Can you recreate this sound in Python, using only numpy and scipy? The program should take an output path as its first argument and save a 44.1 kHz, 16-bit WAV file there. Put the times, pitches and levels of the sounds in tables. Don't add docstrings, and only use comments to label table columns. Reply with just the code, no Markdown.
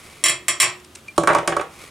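import sys
import numpy as np
from scipy import signal
from scipy.io import wavfile

SR = 44100
rng = np.random.default_rng(int(sys.argv[2]) if len(sys.argv) > 2 else 0)


def wav_out(sig):
    wavfile.write(sys.argv[1], SR, np.round(np.clip(np.atleast_2d(sig).T, -1, 1) * 32767).astype(np.int16))


N = 83790
AGE = np.arange(SR // 2) / SR

# (time [s], ring [dB], clash [dB], bass [dB], treble [dB])
RAPS = [(.2389, 0, -1.5, 2.5, 2.5), (.2592, -4, 8, -1, -14.5), (.2838, -2, -0.5, 0, -3.5),
        (.2957, -13, -5, 11.5, -2.5), (.4826, -3.5, 3.5, 6, -3), (.6009, 0, 4.5, 1, -3),
        (.6180, -34, 5, -1, -5.5), (.6290, -4, 3, 7.5, -7), (.6375, -14, -2, 2, -11)]
# (pitch [Hz]), (relative level [dB]), (ring time [s])
RIM_HZ = [335, 362, 583, 660, 1040, 1168, 1600, 2025, 2120, 2240, 2580, 2848, 3267, 3290, 3885, 4250, 4430,
          5582, 5670, 7294, 7345, 7740, 9205, 10330]
RIM_LEVELS_DB = [-22, -27, -19, -18, -16, -12, -15, -4, -3, -8, -6, -9, -6, -5, -10, -12, -15, 1, -7, 2, -2,
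                 -6, 0, -7]
RIM_RING_S = [.4, .95, .3, .25, .2, .27, .24, .19, .25, .2, .3, .17, .25, .25, .21, .2, .24, .18, .16, .19,
              .2, .19, .17, .14]
# (frequency [Hz], gain [dB])
CLASH_TONE = [(60, -26), (130, -4), (210, -14), (320, -15.5), (650, -8.5), (880, -11.5), (1120, -1),
              (1450, -2.5), (2150, 0), (4800, 2), (5600, 4), (6400, -3), (7400, 11.5), (9000, 7),
              (11300, 2), (12300, -14), (14700, -8.5), (16500, -42)]
def brush_raps(rim_db=-19, crash_db=4, clash_s=.026):
    ringing, clash = np.zeros((2, N))
    shared_clash = burst(clash_s) + amp(-6.5) * click()
    for start, ring_db, clash_db, bass_db, treble_db in RAPS:
        tilt = [(900, bass_db), (3100, 0), (8650, treble_db)]
        notes = ring(zip(RIM_HZ, RIM_LEVELS_DB, RIM_RING_S), tilt)
        add(ringing, start, amp(rim_db + ring_db) * notes)
        this_clash = shared_clash + amp(-4) * burst(clash_s)
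        add(clash, start, amp(crash_db + clash_db) * colour(this_clash, tilt))
    return spread(ringing) + room(colour(clash, CLASH_TONE), echo_db=-.5)


# (time [s], thud and ring [dB], extra ring [dB], bass [dB], middle [dB], upper [dB], tick [dB])
KNOCKS = [(1.1793, 0.5, 0, 1, 2.5, -9.5, -2.5), (1.2355, -11, 7.5, -3, -4, 1, -15),
          (1.2740, 2, 0.5, -6.5, 3.5, 5.5, -6), (1.2894, 0.5, -12, -5, 8, 2.5, -31),
          (1.2983, -3, 1.5, -2.5, -1, 6.5, -22), (1.3062, -11, -1.5, 4, 8.5, 1, -25),
          (1.3227, -12, -7, 2, 9, 6, -27), (1.3328, -15, 1.5, 1.5, -5, 12.5, -17.5),
          (1.3490, -0.5, 0, -5.5, 3, 1, -9.5), (1.36, -12, 0.5, 4.5, 8, 6, -23),
          (1.3850, -13, 3, 2, -1, 10.5, -16), (1.4300, -17, -4, 4, -3, 1.5, -43),
          (1.4762, -9, 0, 0.5, 3, 15, -3.5), (1.492, -12.5, -5.5, 7.5, 4.5, -8, -31),
          (1.5220, -12.5, -1, 3.5, 4, 12.5, -31), (1.5665, -13, 3.5, 2, 8.5, 6, -14.5),
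          (1.5955, -15, 3, 2, -1, 9, -27.5), (1.6117, -19.5, 6.5, -7.5, 5.5, 7.5, -19.5)]
# (pitch [Hz]), (relative level [dB]), (ring time [s])
TIN_HZ = [72, 120, 170, 335, 408, 505, 581, 725, 873, 938, 991, 1127, 1250, 1340, 1529, 2330]
TIN_LEVELS_DB = [-15.5, -15, -17.5, -6, -9, -12, -2, -10.5, -13.5, -7.5, -11.5, -3.5, -10.5, -12.5, -11.5,
                 -20]
TIN_RING_S = [0.15, 0.175, 0.21, 0.6, 0.22, 0.32, 0.23, 0.095, 0.12, 0.05, 0.057, 0.2, 0.13, 0.2, 0.084,
              0.13]
# (pitch [Hz], relative level [dB], ring time [s])
PISTON_NOTES = [(2480, -54, 0.31), (5630, -42, 0.14)]
# (frequency [Hz], gain [dB])
THUD_TONE = [(25, -40), (65, -25), (160, 12), (280, -9), (340, 7.5), (580, 9.5), (800, 6.5), (1150, 3.5),
             (1700, -0.5), (2400, -8.5), (3600, -16), (8000, -48), (16000, -63)]
# (frequency [Hz], gain [dB])
TICK_TONE = [(100, -17), (1500, -6), (3000, 2), (4500, -1.5), (6500, 1), (9500, 3), (11500, -11),
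             (16000, -25)]
def piston_knocks(tin_db=-17.5, thud_db=8, metal_db=5.5):
    ringing, thud, tick = np.zeros((3, N))
    boom = 1 + amp(4.5) * np.exp(-(AGE / .01) ** 2)
    next_starts = [row[0] for row in KNOCKS[1:]] + [N / SR]
    for knock, next_start in zip(KNOCKS, next_starts):
        start, db, ring_db, bass_db, middle_db, upper_db, tick_db = knock
        tilt = [(506, bass_db), (1105, middle_db), (2050, upper_db)]
        choke = fade(np.maximum(start + AGE - next_start, 0), ring_s=.033)
        notes = ring(zip(TIN_HZ, TIN_LEVELS_DB, TIN_RING_S), tilt)
        add(ringing, start, amp(tin_db + db + ring_db) * notes * boom * choke)
        add(ringing, start, amp(tick_db) * ring(PISTON_NOTES) * choke)
        add(thud, start, amp(thud_db + db) * colour(burst(ring_s=.025), tilt))
        contact = .39 * burst(ring_s=.01) + 1.15 * click()
        add(tick, start, amp(metal_db + tick_db) * contact)
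    return (spread(ringing)
            + room(colour(thud, THUD_TONE), echo_db=3)
            + room(colour(tick, TICK_TONE), echo_db=-4.5))


# (time [s], tick [dB], ping [dB])
TOUCHES = [(0.798, -29, -78), (.8450, -22, -80), (.9510, -17.5, -82), (0.955, -15, -72), (1.0810, -24, -36),
           (1.162, -24, -69)]
def brush_laid_down(ping_hz=2377, ping_s=.079):
    touches = np.zeros(N)
    for start, tick_db, ping_db in TOUCHES:
        tick = amp(tick_db) * colour(burst(ring_s=.01), TICK_TONE)
        ping = amp(ping_db) * ring([(ping_hz, 0, ping_s)])
        add(touches, start, tick + ping)
    return room(touches, echo_db=-10)


# (time [s], length [s], level [dB])
RUBS = [(-.1, 0.37, -45), (0.95, 0.047, -48), (1.04, 0.1, -58), (1.691, 0.15, -47.5), (1.788, 0.11, -42.5)]
# (frequency [Hz], relative level [dB])
GLOVE_TONE = [(60, -1), (200, -12), (320, 2.5), (450, 1), (850, -4.5), (1200, 3.5), (1650, -9), (2000, 2),
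              (2300, 5), (2800, -4.5), (6000, -8.5), (9500, -7), (12500, -16), (16000, -28)]
def glove_rustle(grain_db=2.5, grain_s=.003):
    t = np.arange(N) / SR
    grain_times = np.arange(0, 2, grain_s)
    grain = amp(grain_db * np.interp(t, grain_times, rng.standard_normal(len(grain_times))))
    rustle = colour(rng.standard_normal(N) * grain, GLOVE_TONE)
    swell = np.zeros(N)
    for start, length, db in RUBS:
        progress = np.clip((t - start) / length, 0, 1)
        swell += amp(db) * np.sqrt(abs(np.sin(np.pi * progress)))
    return spread(rustle / rustle.std() * swell)


# (frequency [Hz], relative level [dB])
AIR_TONE = [(20, -30), (45, -17), (70, 5), (150, 0.5), (350, -1.5), (450, -5), (900, -10), (1170, -5.5),
            (1600, -10.5), (2200, -11.5), (3200, -11), (5000, -17), (9300, -16.5), (16000, -29)]
def workshop_air(level_db=-49):
    middle, side = (colour(rng.standard_normal(N), AIR_TONE) for _ in range(2))
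    return amp(level_db) * stereo(middle, side) / middle.std()


# (frequency [Hz], ring time [s])
ROOM_RING = [(100, 0.2), (400, 0.4), (1200, 0.34), (3000, 0.29), (8000, 0.21), (14000, 0.097)]
def echo_tail(build_up_s=.0056):
    hz, t, spectrum = signal.stft(rng.choice([-1., 1.], len(AGE)), SR, nperseg=256)
    spectrum = spectrum * fade(t, read_curve(ROOM_RING, hz)[:, None])
    tail = signal.istft(spectrum, SR)[1][:len(AGE)]
    tail *= 1 - np.exp(-(AGE / build_up_s) ** 2)
    return tail / np.linalg.norm(tail)


# (delay [s], level [dB])
CLOSE_ECHOES = [(.0027, 3), (.0043, -30), (.0062, -6.5)]
def room(sound, echo_db):
    middle = amp(echo_db) * echo_tail()
    middle[0] += 1
    for delay, db in CLOSE_ECHOES:
        add(middle, delay, amp(db) * burst(ring_s=.0011)[:SR // 100])
    side = amp(echo_db) * echo_tail() + .53 * burst(ring_s=.01)
    return stereo(signal.fftconvolve(sound, middle)[:N], signal.fftconvolve(sound, side)[:N])


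def spread(sound):
    side = amp(-2.5) * signal.fftconvolve(sound, burst(ring_s=.004))[:N]
    return stereo(sound, side)


# (frequency [Hz], side gain [dB])
STEREO_WIDTH = [(60, -22.5), (250, -17), (600, -10), (2500, -6.5), (5000, -8), (9000, -11.5), (16000, -30)]
def stereo(middle, side):
    side = colour(side, STEREO_WIDTH)
    return np.array([middle + side, middle - side])


def ring(notes, tilt=((0, 0),)):
    sound = np.zeros(len(AGE))
    for hz, db, ring_s in notes:
        onset = 1 - np.exp(-(2 * AGE * hz) ** 2)
        wave = np.sin(2 * np.pi * (hz * AGE + rng.random()))
        sound += amp(db + read_curve(tilt, hz)) * fade(AGE, ring_s) * onset * wave
    return sound


def burst(ring_s):
    noise = rng.standard_normal(len(AGE)) * fade(AGE, ring_s)
    return noise / np.linalg.norm(noise)


def click():
    return signal.unit_impulse(len(AGE))


def fade(t, ring_s):
    return 1e-3 ** (t / np.maximum(ring_s, 1e-3))


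def colour(sound, curve):
    hz = abs(np.fft.fftfreq(4096, 1 / SR))
    log_gain = np.log(amp(read_curve(curve, hz)))
    spectrum = np.exp(np.conj(signal.hilbert(log_gain)))
    response = np.fft.ifft(spectrum).real
    return signal.fftconvolve(sound, response[:len(response) // 2])[:len(sound)]


def read_curve(curve, hz):
    frequencies, values = np.transpose(curve)
    return np.interp(np.log(hz + 1), np.log(frequencies + 1), values)


def add(mix, start, sound):
    part = mix[max(round(start * SR), 0):][:len(sound)]
    part += sound[:len(part)]


def amp(db):
    return 10 ** (np.asarray(db) / 20)


def scene():
    return brush_raps() + piston_knocks() + brush_laid_down() + glove_rustle() + workshop_air()


def record(dry):
    ceiling, cutoff_hz = .9, 16000
    rounded = dry / (1 + (dry / ceiling) ** 4) ** .25
    treble_cut = signal.firwin(255, cutoff_hz, window=("kaiser", 8), fs=SR)
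    return signal.oaconvolve(rounded, treble_cut[None], "same")


dry = scene()
out = record(dry)
wav_out(out)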